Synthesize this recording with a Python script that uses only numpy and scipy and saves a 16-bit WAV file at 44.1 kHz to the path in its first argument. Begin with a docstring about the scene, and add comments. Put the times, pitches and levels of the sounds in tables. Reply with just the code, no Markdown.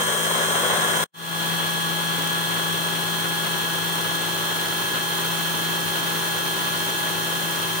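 """A small CNC engraver mills a brass plate, heard from close by in two passes with a short silence between.
First a coarse, deepening cut, breaking off abruptly: noise with a pattern repeating every three turns,
coloured as grinding and hiss. Then a lighter cut fades in, rounds a corner, travels along the plate and eases.
In both, sines locked to the spindle (about 10000 rpm) hum and whine beside feed motor, belt and frame tones."""
import sys
import numpy as np
from scipy import signal
from scipy.fft import rfft, irfft
from scipy.io import wavfile

SR = 44100
rng = np.random.default_rng(int(sys.argv[2]) if len(sys.argv) > 2 else 0)


def store_wav(level_fs):
    """Save 16-bit WAV to argv[1]."""
    pcm = np.round(np.clip(np.atleast_2d(level_fs), -1, 1) * 32767)
    wavfile.write(sys.argv[1], SR, pcm.T.astype(np.int16))


N = 343962
T = np.arange(N) / SR
HZ = np.maximum(np.arange(N // 2 + 1) * SR / N, 1)
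TURNS_PER_CYCLE = 3


def from_db(db):
    """Decibels to amplitude gain."""
    return 10 ** (np.asarray(db) / 20)


def rms_one(x):
    """Scale to rms 1."""
    return x / np.sqrt(np.mean(x ** 2) + 1e-20)


def in_time(rows):
    """Each column of a curve table at every sample."""
    s, *columns = np.transpose(rows)
    return [np.interp(T, s, c) for c in columns]


def over_hz(rows):
    """Each column of a spectrum table at every frequency, interpolated over log frequency."""
    hz, *columns = np.transpose(rows)
    return np.array([np.interp(np.log(HZ), np.log(hz), c) for c in columns])


def move(middle_s, takes_s):
    """Progress of a steady move, from 0 before it to 1 after it."""
    return np.clip((T - middle_s) / takes_s + 1 / 2, 0, 1)


def between(before, after, progress):
    """A value carried along by a move."""
    return before + (after - before) * progress


def drift(rate_hz):
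    """Slow random signal of rms 1: white noise through a double pole at rate_hz."""
    step = 40  # samples between drawn points
    warm_up = 2000
    pole = np.exp(-2 * np.pi * rate_hz * step / SR)
    white = rng.standard_normal(N // step + 2 + warm_up)
    slow = signal.lfilter([1], [1, -2 * pole, pole * pole], white)[warm_up:]
    return np.interp(np.arange(N) / step, np.arange(len(slow)), rms_one(slow))


def tone(angle_rad, level_db, pan_db, lead_rad):
    """A sine placed between left and right, its mean power kept."""
    sides = rms_one(from_db([[pan_db / 2], [-pan_db / 2]]))
    angle_rad = (angle_rad % (2 * np.pi)).astype(np.float32)
    left_right = np.array([np.sin(angle_rad + np.float32(lead_rad)), np.sin(angle_rad)])
    return np.sqrt(2) * from_db(level_db) * sides * left_right


def belt_and_frame(tones, flutter_db, wander_rad):
    """Weak, unsteady tones of belt and frame that keep their own pitch."""
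    out = np.zeros((2, N))
    for pitch_hz, level_db, pan_db in tones:
        angle_rad = 2 * np.pi * pitch_hz * T + wander_rad * drift(4.3)
        out += tone(angle_rad, level_db + flutter_db * drift(7.9), pan_db, pitch_hz / 900)
    return out


def motor(turns, orders, swell_db_of, flutter_db, shake_turns, wander_rad):
    """Sines locked to a shaft; the load shakes the shaft angle, which roughens the high orders most."""
    shaken = turns + shake_turns * drift(25)
    out = np.zeros((2, N))
    for multiple, order_db, pan_db, lead_rad in orders:
        k = round(multiple)
        level_db = order_db + swell_db_of.get(k, 0) + flutter_db * drift(10.2)
        angle_rad = 2 * np.pi * (k * shaken + rng.random()) + wander_rad * drift(6.8)
        out += tone(angle_rad, level_db, pan_db, lead_rad)
    return out


def feed(orders, swell_db_of, flutter_db):
    """The stepper that moves the tool sings at multiples of its step rate, less steadily than the spindle."""
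    step_hz = 380.9
    return motor(step_hz * T, orders, swell_db_of, flutter_db, shake_turns=0.0059, wander_rad=0.54)


def spindle(turns, orders, swell_db_of, flutter_db, shake_turns):
    """The spindle holds its speed closely, so its lines are clean and waver only a little."""
    return motor(turns, orders, swell_db_of, flutter_db, shake_turns, wander_rad=0.18)


def cutting_force(turns, repeat_db, turn_lines_db, spread_db):
    """White friction noise plus a pattern that returns every cycle; what repeats every turn is stronger."""
    size = int(TURNS_PER_CYCLE * N / turns[-1])  # samples per cycle
    shape = (2, size // 2 + 1)
    phases = np.exp(2j * np.pi * rng.random(shape))
    lines = phases * from_db(spread_db * rng.uniform(-1.1, 1, shape))
    lines[:, ::TURNS_PER_CYCLE] *= from_db(turn_lines_db)
    lines[:, :TURNS_PER_CYCLE * 26:TURNS_PER_CYCLE] = 0  # low orders belong to the spindle's own whine
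    pattern = rms_one(irfft(lines, size * 8))  # 8x oversampled
    place = (turns / TURNS_PER_CYCLE % 1 * pattern.shape[1]).astype(int)
    return from_db(repeat_db) * pattern[:, place] + rng.standard_normal((2, N))


def bite(turns, turn_db, cycle_db, rough_db):
    """Strength of the cut: a swing per turn, a swing per three-turn cycle, and chance from chip to chip."""
    cycle = np.cos(2 * np.pi * turns / TURNS_PER_CYCLE)
    stroke = np.cos(2 * np.pi * turns) * (1 + cycle / 2)
    return rms_one(from_db(turn_db * stroke + cycle_db * cycle + rough_db * drift(140)))


def colour(force, spectrum, band):
    """Two noises become left and right of given spectrum; phase lags on the right make the left lead."""
    # likeness of the noise at the two ears: pitch_hz, likeness_0_to_1
    likeness = [(40, .3), (120, 0.28), (500, 0.62), (900, 0.65), (1200, 0.26), (2000, 0.53), (2500, 0),
                (4000, 0.23), (8000, 0), (15000, 0.05)]
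    # left's lead, from reflections in the machine: pitch_hz, lead_rad
    left_lead = [(150, 0), (500, .2), (920, .7), (1200, 2.5), (1480, 2.4), (1700, 4.7), (2000, 6.2),
                 (2300, 6.2), (2700, 7.9), (3150, 5.5), (3500, 3.3), (5300, 6.3), (8500, 4.2), (15000, 3.5)]
    mid, side = rfft(force)
    alike = np.clip(over_hz(likeness)[0], 0, 1)
    pair = np.sqrt((1 + alike) / 2) * mid + np.sqrt((1 - alike) / 2) * side * [[1], [-1]]
    pair[1] *= np.exp(-1j * over_hz(left_lead)[0])
    return irfft(pair * from_db(over_hz(spectrum)) * band, N) * np.sqrt(SR / 2)


def snagging():
    """The edge snags on thicker chips and grinds louder for a moment: Gaussian swells, in dB."""
    # middle_s, rise_db, half_length_s
    snags = [(0.096, 3, .011), (0.6, 0.5, 0.01), (0.708, 2.5, .03), (1.61, 4, 0.011), (2.582, 3, .035),
             (4.963, 3.0, 0.016), (7.074, 2.2, .025)]
    return sum(rise_db * np.exp(-np.minimum(((T - middle_s) / half_s) ** 2, 20))
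               for middle_s, rise_db, half_s in snags)


def cutter(turns, grind, hiss, grind_db, hiss_db, hiss_pan_db, grind_repeat_db, hiss_repeat_db,
           turn_db, cycle_db, surge_db):
    """The cut shakes plate and frame below a crossover and hisses at the edge above it."""
    low = 1 / (1 + (HZ / 4400) ** 24)
    above_rumble = HZ ** 2 / (HZ ** 2 + 20 ** 2)
    body = cutting_force(turns, grind_repeat_db, turn_lines_db=1.5, spread_db=5.5)
    body = body * bite(turns, turn_db, cycle_db, rough_db=1.05)
    edge = cutting_force(turns, hiss_repeat_db, turn_lines_db=4.0, spread_db=3.0)
    edge = edge * bite(turns + 1 / 2, turn_db, cycle_db, rough_db=0.87)  # half a turn ahead
    grind_gain = from_db(grind_db + snagging() + surge_db * drift(24))
    grinding = grind_gain * colour(body, grind, np.sqrt(low) * above_rumble)
    sides = from_db(hiss_pan_db / 2 * np.array([[1], [-1]]))
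    hissing = from_db(hiss_db) * sides * colour(edge, hiss, np.sqrt(1 - low))
    return grinding + hissing


def first_pass(turns):
    """A coarser cut that deepens as it goes: loud grinding and a bright whine near 8 kHz."""
    # levels are ahead of the gains below; pan is left minus right
    # spindle: multiple_of_turning_rate, level_db, pan_db, left_lead_rad
    spindle_orders = [(1.0, -36.9, 13.0, -0.2), (2, -48, 8, 1.7), (5.0, -46.4, 5.2, 0.1), (6, -41, -8, 0.8),
                      (10.0, -32.9, 0.6, -1.8), (19.0, -34.3, -4.7, -1.8), (20.0, -34.0, 15.6, 2.2),
                      (21.0, -46.8, -14.2, -1.2), (24.0, -53.4, 0.6, 2.7), (25.0, -40.8, -1.6, 2.4),
                      (30.0, -54.5, 1.6, -0.5), (35.0, -52.7, -16.4, -1.3), (38.0, -50.2, -8.3, 2.9),
                      (39.0, -48.9, -20.6, -2.5), (40.0, -49.9, -16.8, -2.6), (45.0, -53.6, 2.4, 2.3),
                      (49.0, -49.1, 24.3, -2.1), (50.0, -38.4, 19.1, 2.0), (51.0, -45.0, 21.0, 2.8),
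                      (52.0, -46.7, 16.0, 2.1), (60.0, -51.4, -3.7, 1.8), (62.0, -55.4, 15.3, -1.3),
                      (90.0, -47.0, -1.7, -1.8)]
    # feed motor: multiple_of_step_rate, level_db, pan_db, left_lead_rad
    feed_orders = [(1, -42, 6, .3), (3, -38, 3, 1.8), (7, -48, -5, 1.7), (8, -49, -9, -1.8),
                   (15, -55, -12, 0)]
    # belt and frame: pitch_hz, level_db, pan_db
    tones = [(104.4, -54.5, 14), (221.3, -46, 2), (279, -52.5, 13), (433, -47, 6), (496, -41.5, 8),
             (3150, -45, -7), (3370, -43, 2), (3320, -47, -11), (8400, -47, 7)]
    # noise radiated by plate and frame: pitch_hz, left_db_per_hz, right_db_per_hz
    grind = [(40.0, -90, -97.8), (75.0, -74, -79), (110.0, -63.5, -71.5), (200.0, -65, -64.5),
             (302, -65, -71.5), (516, -52.5, -58.5), (880, -60.5, -62), (1050, -58.5, -51),
             (1250.0, -56, -65), (1460, -53.5, -56), (2390, -68.5, -69.5), (3200.0, -66, -63.5),
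             (3830, -66.5, -65.5), (4670, -76, -77)]
    # noise of the cutting edge: pitch_hz, left_db_per_hz, right_db_per_hz
    hiss = [(4000.0, -82, -97), (5100, -75.5, -70.5), (6350, -72, -65), (7030, -69.5, -65.5),
            (7830, -68, -92), (8700, -60, -71.0), (9450, -68.5, -77), (10100.0, -67, -76),
            (11400.0, -73.5, -75), (12500.0, -72, -73.5), (13900.0, -75, -79), (14500, -69, -67.5),
            (15700.0, -68, -69)]
    # spindle orders that rise or sink as the cut deepens: multiple_of_turning_rate, slope_db_per_s
    deepening_orders = [(2, 15), (10, 2.0), (19, -4)]
    mid_pass_s, deepening_db_per_s = 0.41, 3
    since_middle_s = np.minimum(T - mid_pass_s, mid_pass_s)
    cut = cutter(turns, grind, hiss, grind_db=deepening_db_per_s * since_middle_s,
                 hiss_db=-0.5, hiss_pan_db=0.5, grind_repeat_db=-9.5, hiss_repeat_db=-8.5,
                 turn_db=0.5, cycle_db=0.8, surge_db=0.9)
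    swell_db_of = {round(k): db_per_s * since_middle_s for k, db_per_s in deepening_orders}
    whine = spindle(turns, spindle_orders, swell_db_of, flutter_db=1.5, shake_turns=0.0009)
    feed_tone = from_db(1.0) * feed(feed_orders, {}, flutter_db=1.0)
    frame_tone = belt_and_frame(tones, flutter_db=1.5, wander_rad=0.96)
    return from_db(-0.37) * cut + whine + feed_tone + frame_tone


def second_pass(turns):
    """A lighter, even cut under the spindle's hum and whine: round a corner, along the plate, then easing."""
    # levels are ahead of the gains below; pan is left minus right
    # spindle: multiple_of_turning_rate, level_db, pan_db, left_lead_rad
    spindle_orders = [(1.0, -35.3, 10.8, 0.1), (2.0, -43.7, 12.2, 0.8), (5.0, -41.9, -0.5, 0.6),
                      (6.0, -47.2, -3.7, 1.0), (8.0, -46.9, 18.7, 3.0), (10.0, -34.0, -2.4, -1.5),
                      (19.0, -37.8, -6.3, 0.1), (20.0, -36.0, 8.7, -2.1), (21.0, -40.7, -16.0, -2.2),
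                      (22.0, -49.6, -2.3, 2.8), (24.0, -54.7, 0.9, 0.9), (25.0, -41.8, 14.1, -0.5),
                      (28.0, -52.6, -9.9, -1.3), (32.0, -57.4, -5.1, 1.2), (33.0, -57.5, -6.3, 2.6),
                      (35.0, -52.1, -15.2, 0.7), (38.0, -52.0, -12.1, -2.5), (43.0, -58.3, 8.6, 2.8),
                      (45.0, -54.9, 24.1, -1.2), (46.0, -58.8, 17.5, -0.7), (49.0, -52.6, 14.4, -2.6),
                      (50.0, -52.1, 3.7, -1.3), (51.0, -57.6, 11.0, -1.4), (52.0, -56.9, 6.8, -1.7),
                      (54.0, -54.1, 8.2, 3.0), (60.0, -51.6, 9.6, 2.9), (90.0, -51.9, 2.1, 2.5)]
    # feed motor: multiple_of_step_rate, level_db, pan_db, left_lead_rad
    feed_orders = [(1, -42.5, 9, .3), (3, -40, 0, 2.5), (7, -45, 5, 1.3), (8, -49, 0, 1), (15, -53, -9, .6),
                   (16, -55, -9, -2.6)]
    # belt and frame: pitch_hz, level_db, pan_db
    tones = [(104.2, -55.5, 15), (133.7, -53.5, 15), (222.7, -55, 5), (276.5, -54, 17), (1435, -49, 0),
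             (2750, -58, 0), (2900, -63, -7), (3320, -47, 0), (3300, -46, -5.5), (3387, -59, 12)]
    # noise radiated by plate and frame: pitch_hz, left_db_per_hz, right_db_per_hz
    grind = [(40.0, -90, -97.5), (75.0, -76.5, -85), (111, -66, -71.5), (200.0, -68, -70.5),
             (300.0, -65, -71), (465, -62.5, -66.7), (850, -68, -67.5), (1030, -61.5, -60),
             (1230, -63, -66.5), (1450, -59.5, -63), (2230, -72, -71.5), (3270, -64.5, -65),
             (3670, -69, -69), (4760, -75, -70.5)]
    # noise of the cutting edge: pitch_hz, left_db_per_hz, right_db_per_hz
    hiss = [(4000, -61, -60), (4630, -78.5, -76.5), (6630, -74, -70.5), (6800, -74, -74), (7840, -73, -96),
            (8700.0, -71, -76), (9440, -69.5, -77.4), (10140, -72, -73.5), (11360, -81.5, -75),
            (12500.0, -75, -76.5), (13900.0, -75, -81), (14660, -69.5, -66), (15700.0, -71, -69.5)]
    # hum, used only as swing about its mean: time_s, level_db
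    hum_curve = [(1.42, -37), (3.81, -38.5), (4.88, -43), (5.42, -38), (7.05, -42.5), (7.1, -39)]
    # the corner changes the feed motor's tone: multiple_of_step_rate, before_db, after_db
    corner_orders = [(1, -5.5, -1.2), (3, 3, -1)]
    # travel changes the whine's balance: multiple_of_turning_rate, before_db, after_db
    travel_orders = [(2, -2.1, 0.7), (19, -1.9, 0.5), (20, 2, -3.3), (50, 2.5, -9)]
    corner = move(middle_s=2.84, takes_s=0.33)
    travel = move(middle_s=4.1, takes_s=2.7)
    ease = move(middle_s=7.15, takes_s=0.23)
    # hiss grows and drifts to the right during travel
    cut = cutter(turns, grind, hiss, grind_db=0.18 - 0.3 * ease,
                 hiss_db=between(-0.8, 0.5, travel), hiss_pan_db=between(1.7, -0.6, travel),
                 grind_repeat_db=-10.5, hiss_repeat_db=-10.0, turn_db=0.0, cycle_db=-0.2, surge_db=0.76)
    hum_db, = in_time(hum_curve)
    spindle_swell_db = {round(k): between(before, after, travel) for k, before, after in travel_orders}
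    spindle_swell_db[1] = hum_db - hum_db.mean()
    feed_swell_db = {round(k): between(before, after, corner) for k, before, after in corner_orders}
    whine = spindle(turns, spindle_orders, spindle_swell_db, flutter_db=0.8, shake_turns=0.00097)
    whine = from_db(-0.67 - 1.3 * ease) * whine
    feed_tone = feed(feed_orders, feed_swell_db, flutter_db=1.4)
    frame_tone = belt_and_frame(tones, flutter_db=2.5, wander_rad=0.93)
    return from_db(-0.52) * cut + whine + feed_tone + frame_tone


def scene():
    """The first pass breaks off, the second fades in; one governed spindle hunts a little around its rate."""
    # time_s, gain_db
    fade_first = [(1.039, 0), (1.044, -21), (1.061, -26), (1.068, -54), (1.11, -68), (1.13, -100)]
    # time_s, gain_db
    fade_second = [(1.09, -100), (1.133, -47), (1.145, -23), (1.18, -12.5), (1.25, -6), (1.33, -2),
                   (1.41, 1)]
    spindle_hz, hunt_hz, hunts_per_s = 166.55, 0.08, 1.0
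    turns = np.cumsum(spindle_hz + hunt_hz * drift(hunts_per_s)) / SR
    first = from_db(in_time(fade_first)) * first_pass(turns)
    second = from_db(in_time(fade_second)) * second_pass(turns)
    return first + second


def record(dry):
    """Steep elliptic low-pass over the whole sound."""
    cutoff_hz, ripple_db, stop_db = 15750, 0.1, 70
    return signal.sosfilt(signal.ellip(12, ripple_db, stop_db, cutoff_hz, fs=SR, output="sos"), dry)


dry = scene()
out = record(dry)
store_wav(out)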